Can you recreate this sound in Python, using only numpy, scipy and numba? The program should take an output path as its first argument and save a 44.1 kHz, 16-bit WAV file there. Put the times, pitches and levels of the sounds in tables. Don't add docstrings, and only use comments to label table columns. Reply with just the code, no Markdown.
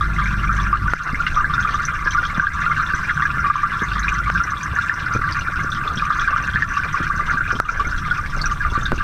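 import sys
import numpy as np
from scipy import signal
from scipy.fft import rfft, irfft
from scipy.io import wavfile
from scipy.ndimage import uniform_filter1d, minimum_filter1d
from numba import njit

SR = 44100
rng = np.random.default_rng(int(sys.argv[2]) if len(sys.argv) > 2 else 0)


def transcribe(signal):
    frames = np.atleast_2d(signal).T
    limited = np.clip(frames, -1, 1)
    pcm = np.round(limited * 32767).astype(np.int16)
    wavfile.write(sys.argv[1], SR, pcm)


N = 398223
TIME = np.arange(N) / SR
RING_TIME = np.arange(4096) / SR
TOP_HZ = 14400

# (frequency [Hz], width [Hz], level [dB])
HOUSING_MODES = [(1042, 143, -14), (1183.8, 71, 2), (1392, 83, 0.5), (1574, 250, -3.5), (1584, 97, -11),
                 (2054, 138, -15), (2395, 154, -18.5), (2748, 154, -23), (3720, 545, -21),
                 (4280, 500, -23.5), (5490, 990, -21), (6040, 220, -20.5), (7100, 17000, -33.5)]
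# (time [s], level [dB])
BURBLE_LEVEL = [(0, -26), (2.7, -23.5), (6.5, -25), (9.03, -28)]
# (time [s], flow [dB])
WATER_FLOW = [(0, 3.5), (1.4, 5), (3.2, 0.5), (4.8, -6), (5.6, 2.5), (7.1, 0.5), (7.7, 7), (9.03, 8.5)]
# (frequency [Hz], relative level [dB])
SWAY_SPECTRUM = [(8, -2.5), (25, 5.5), (55, -6), (80, -9), (160, -35), (1000, -100)]
# (frequency [Hz], relative level [dB])
EDDY_SPECTRUM = [(25, -20.5), (65, 5), (115, -1.5), (150, 2.5), (195, -7.5), (240, -13.5), (330, -15),
                 (450, -34.5), (1500, -78.5)]
# (frequency [Hz], relative level [dB])
SLOSH_SPECTRUM = [(120, -5), (290, -5.5), (420, -4), (620, -4), (850, -4.5), (1300, -3), (4000, -58)]
# (start [s], end [s], pitch [Hz], hum level [dB])
MOTOR_RUNS = [(0, 0.953, 49.46, -21.5), (3.827, 4.452, 50.5, -26.5)]
# (frequency [Hz], relative level [dB])
RATTLE_SPECTRUM = [(40, -16), (100, 2.5), (145, 3), (210, 1), (270, -33.5), (345, -8), (430, -41),
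                   (1500, -68.5)]
# (frequency [Hz], level [dB])
WHINE_TONES = [(8091, -97), (8151.5, -68), (8212, -65), (8273, -78), (8333, -73)]
# (frequency [Hz], relative level [dB])
HISS_SPECTRUM = [(100, -8.5), (7000, 1.5), (10000, -1.5), (14000, -1.5)]
# (time [s], pitch [Hz], relative peak [dB])
LOUD_BUBBLES = [(0.009, 1210, -9.5), (0.163, 2060, -18.5), (0.183, 1260, -13.5), (0.224, 2200, -20),
                (0.257, 2230, -16), (0.492, 1310, -9.5), (0.728, 1163, -4), (0.742, 1168, -4.5),
                (0.879, 1470, -7.5), (1.145, 2130, -13), (1.266, 2040, -11), (1.266, 2810, -14.5),
                (1.371, 1260, -7.5), (1.401, 1192, -10), (1.443, 1630, -7), (1.579, 1436, -7),
                (1.647, 1226, -10), (1.741, 1213, -11), (1.852, 6080, -16), (2.072, 1650, -8),
                (2.107, 6100, -22), (2.11, 3170, -21), (2.147, 1230, -9.5), (2.18, 1420, -9),
                (2.252, 3200, -19), (2.396, 1557, -1.5), (2.422, 1133, -10.5), (2.468, 1590, -4.5),
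                (2.662, 1375, -9), (2.697, 1180, -13.5), (2.713, 2100, -15.5), (2.715, 1410, -12.5),
                (2.821, 1525, -11.5), (2.935, 1550, -9.5), (3.094, 1860, -11), (3.175, 1530, -10),
                (3.219, 1190, -11), (3.222, 1860, -9), (3.253, 1630, -8), (3.391, 1420, -11),
                (3.461, 1110, -12.5), (3.499, 1185, -2.5), (3.555, 1064, -6), (3.631, 1180, -6.5),
                (3.918, 2710, -20), (3.995, 6370, -22), (4.032, 3930, -23.5), (4.044, 1570, -13),
                (4.082, 2480, -8.5), (4.349, 1590, -13), (4.401, 1360, -12), (4.437, 5800, -23.5),
                (4.632, 6230, -23), (4.761, 1770, -12.5), (4.786, 1414, -8), (4.895, 1760, -5),
                (5.238, 1620, -11.5), (5.324, 4740, -17.5), (5.482, 1450, -14), (5.87, 1240, -10),
                (5.876, 3440, -21.5), (5.974, 3250, -19.5), (6.021, 1197, -10.5), (6.103, 1193, -5),
                (6.196, 3350, -20.5), (6.237, 1586, -14.5), (6.275, 1540, -8), (6.281, 1130, -11),
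                (6.327, 1112, -11.5), (6.361, 1308, -5.5), (6.558, 1770, -5), (6.622, 1810, -2.5),
                (6.768, 1190, -12.5), (6.941, 1148, -9), (7.066, 1550, -13.5), (7.097, 1150, -10),
                (7.192, 1164, -10.5), (7.208, 1990, -19), (7.297, 2150, -19), (7.371, 1550, -12.5),
                (7.406, 1500, -10), (7.686, 2320, -14.5), (7.689, 1387, -4.5), (7.795, 1134, -8.5),
                (8.11, 1440, -9), (8.182, 1187, -15), (8.415, 4520, -15.5), (8.458, 5800, -17.5),
                (8.461, 1356, -12.5), (8.605, 1664, -13.5), (8.648, 1290, -10), (8.856, 3620, -17.5),
                (8.862, 1560, -13.5)]
# (rate [1/s], lowest pitch [Hz], highest pitch [Hz], relative peak at the lowest pitch [dB])
BUBBLE_SIZES = [(10, 1130, 1726, -16.5), (12, 1910, 3610, -22), (4, 5660, 6440, -30)]
# (time [s], strength [dB], pitch [Hz], t60 [s], tick [dB re the ring], thud [dB re the ring])
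CASE_KNOCKS = [(0.9357, 4, 1400, 0.022, -8, -6), (4.3007, -0.5, 1440, 0.015, -21, -23),
               (7.6009, 6, 1340, 0.021, -1.5, -8), (8.9195, 3.5, 1210, 0.004, -8, -4)]
# (time [s], relative peak [dB], low-pass cutoff [Hz])
HAND_BUMPS = [(1.129, -17.5, 267), (2.06, -25.5, 500), (2.378, -17, 285), (2.937, -17.5, 320),
              (3.371, -26.5, 754), (3.818, -19.5, 446), (4.735, -25, 1000), (5.15, -17, 900),
              (5.158, -14, 403), (5.189, -18.5, 460), (5.644, -20, 420), (5.969, -19, 340),
              (6.547, -18.5, 202), (7.002, -18, 397), (7.339, -22.5, 302), (7.527, -20, 500),
              (7.551, -15.5, 282), (7.808, -18.5, 410), (7.866, -17, 360), (8.719, -19, 800),
              (8.776, -15.5, 700), (8.927, -7, 457), (8.975, -17, 260)]


def undb(db):
    return 10 ** (np.asarray(db) / 20)


def level(x, db):
    return x * undb(db) / np.sqrt(np.mean(x ** 2))


def curve(table):
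    return np.interp(TIME, *np.transpose(table))


def add(out, s, x):
    i = int(np.clip(s * SR, 0, N - 1))
    out[i:i + len(x)] += x[:N - i]


def wander(rate_hz):
    hold = max(int(SR / rate_hz), 1)
    steps = np.repeat(rng.standard_normal(N // hold + 1), hold)
    return 1.52 * uniform_filter1d(steps, hold)[:N]


def noise(spectrum):
    hz, db = np.transpose(spectrum)
    f = np.maximum(np.fft.rfftfreq(N, 1 / SR), 1)
    colour = undb(np.interp(np.log(f), np.log(hz), db))
    return level(irfft(rfft(rng.standard_normal(N)) * colour, N), 0)


def ping(hz, cycles, glide=0, rise=.3):
    age = np.arange(int(cycles * SR / hz) + 2) * hz / SR
    swell = 1 - np.exp(-age / rise)
    tone = np.sin(2 * np.pi * age * (1 + glide * age / cycles / 2))
    return swell * tone * np.exp(-np.log(1000) * age / cycles)


def housing(leak_db=-52):
    size = len(RING_TIME)
    f = np.fft.rfftfreq(size, 1 / SR)
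    power = undb(leak_db) ** 2 / (1 + (f / 7500) ** 4)
    for hz, width, db in HOUSING_MODES:
        power += undb(db) ** 2 / (1 + 2 * ((f - hz) / width) ** 2) ** 2
    cepstrum = irfft(np.log(power))[:size // 2]
    cepstrum[0] /= 2
    return irfft(np.exp(rfft(cepstrum, size)))[:size // 2]


def tank(wet_db, t60):
    decay = np.exp(-np.log(1000) * RING_TIME / t60) * (RING_TIME > .003)
    paths = rng.standard_normal(len(RING_TIME)) ** 3 * decay
    paths *= undb(wet_db) / np.linalg.norm(paths)
    paths[0] = 1
    return paths


def swarm(case, low_hz, high_hz, rate, spread_db, cycles, wet_db, t60, spots=8):
    out = np.zeros(N)
    for _ in range(spots):
        spot = np.zeros(N)
        for when, pitch, strength in rng.random((int(rate * N / SR / spots), 3)):
            hz = low_hz * (high_hz / low_hz) ** pitch
            gain = hz * undb(spread_db * strength ** 3)
            add(spot, when * N / SR, gain * ping(hz, cycles, glide=0.035, rise=0.47))
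        out += signal.oaconvolve(spot, tank(wet_db, t60))[:N]
    return level(signal.oaconvolve(out, case)[:N], 0)


def bubble_stream(case, fizz_db=-45.5, pops_db=-61.5):
    burble = swarm(case, 885, 3337, rate=480, spread_db=11, cycles=31, wet_db=1, t60=0.09)
    fizz = swarm(case, 2185, 7760, rate=300, spread_db=14, cycles=20.4, wet_db=2, t60=0.12)
    pops = swarm(case, 6560, 11000, rate=85, spread_db=5, cycles=12, wet_db=2, t60=0.045, spots=2)
    gush = undb(1.7 * wander(34))
    return gush * (burble * undb(curve(BURBLE_LEVEL)) + fizz * undb(fizz_db)) + pops * undb(pops_db)


def water_rumble(sway_db=-33, eddy_db=-31, slosh_db=-47):
    surge_db = 1.4 * wander(14)
    spurts_db = 2.8 * wander(25) + 2.6 * wander(140)
    flow_db = curve(WATER_FLOW)
    sway = noise(SWAY_SPECTRUM) * undb(sway_db + flow_db)
    eddies = noise(EDDY_SPECTRUM) * undb(eddy_db + 0.26 * flow_db + surge_db)
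    slosh = noise(SLOSH_SPECTRUM) * undb(slosh_db + 0.29 * flow_db + spurts_db)
    return sway + eddies + slosh


def motor(rattle_db=-8, fade_s=0.059):
    out = np.zeros(N)
    for start, end, hz, db in MOTOR_RUNS:
        running = np.clip(np.minimum(TIME - start, end - TIME) / fade_s, 0, 1)
        phase = 2 * np.pi * np.cumsum(hz * (1 + 0.0044 * wander(17))) / SR
        hum = np.sin(phase) + undb(-9.5) * np.sin(2 * phase)
        out += running * (level(hum, db) + undb(db + rattle_db) * noise(RATTLE_SPECTRUM))
    return out


def electronics(hiss_db=-56):
    whine = sum(undb(db) * np.sqrt(2) * np.sin(2 * np.pi * (hz * TIME + rng.random()))
                for hz, db in WHINE_TONES)
    return whine + undb(hiss_db) * noise(HISS_SPECTRUM)


def lesser_bubbles(beats=200, fall_db_per_octave=5, scatter_db=2.5):
    cues = []
    for rate, low_hz, high_hz, db in BUBBLE_SIZES:
        late, pitch = rng.random((beats, 2)).T
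        octaves = pitch * np.log2(high_hz / low_hz)
        peak_db = db - fall_db_per_octave * octaves + scatter_db * rng.standard_normal(beats)
        cues += zip((np.arange(beats) + late) / rate, low_hz * 2 ** octaves, peak_db)
    return [cue for cue in cues if cue[0] < N / SR]


def plinks(case, cues, trim_db=0.6, fragments=7, fragment_db=-13, scatter_s=.018, span_octaves=1.49):
    out = np.zeros(N)
    for s, hz, db in cues:
        burst = np.zeros(len(RING_TIME))
        for delay, pitch in rng.random((fragments, 2)):
            fragment_hz = min(hz * 2 ** (span_octaves * pitch ** 2), TOP_HZ)
            fragment = undb(fragment_db) * ping(fragment_hz, cycles=18, rise=0.54)
            add(burst, delay * scatter_s, fragment)
        t60 = 0.027 * (1400 / hz) ** 0.82
        cycles = hz * t60
        add(burst, 0, ping(hz, cycles, glide=0.018, rise=cycles / 20))
        echoed = signal.fftconvolve(burst, tank(wet_db=-3, t60=0.057))
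        plink = signal.fftconvolve(echoed, case)
        add(out, s, plink / np.abs(plink).max() * undb(db + trim_db))
    return out


def knocks():
    out = np.zeros(N)
    for s, db, hz, t60, tick_db, thud_db in CASE_KNOCKS:
        add(out, s, undb(db) * ping(hz, cycles=hz * t60, rise=.15))
        add(out, s, undb(db + thud_db) * ping(600, cycles=1.8, rise=.15))
        add(out, s, undb(db + tick_db) * ping(4100, cycles=1.23, rise=.14))
    return out


def finger_bumps(trim_db=2, weight_hz=130, decay_s=0.0074):
    out = np.zeros(N)
    for s, db, cutoff_hz in HAND_BUMPS:
        rub = rng.standard_normal(len(RING_TIME)) * np.exp(-RING_TIME / decay_s)
        push = signal.lfilter(*signal.butter(1, weight_hz, fs=SR), rub)
        thud = signal.sosfilt(signal.butter(3, cutoff_hz, fs=SR, output="sos"), push)
        add(out, s, undb(db + trim_db) * thud / np.abs(thud).max())
    return out


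def scene():
    case = housing()
    bed = bubble_stream(case) + water_rumble() + motor() + electronics()
    bubbles = plinks(case, LOUD_BUBBLES + lesser_bubbles())
    return (bed + bubbles + knocks() + finger_bumps())[None]


@njit
def follow(x, attack, release):
    envelope, peak = np.empty(len(x)), 0.
    for i in range(len(x)):
        peak += (x[i] - peak) * attack if x[i] > peak else -peak * release
        envelope[i] = peak
    return envelope


def record(dry, limit_db=-9, attack_s=0.00066, release_s=0.2):
    envelope = follow(np.abs(dry[0]), 1 / (attack_s * SR), 1 / (release_s * SR))
    gain = 1 / np.maximum(envelope / undb(limit_db), 1)
    ducked = dry * uniform_filter1d(minimum_filter1d(gain, size=12), size=12)
    rounded = ducked / (1 + ducked ** 4) ** (1 / 4)
    return signal.sosfilt(signal.ellip(8, .2, 70, TOP_HZ, fs=SR, output="sos"), rounded)


dry = scene()
out = record(dry)
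transcribe(out)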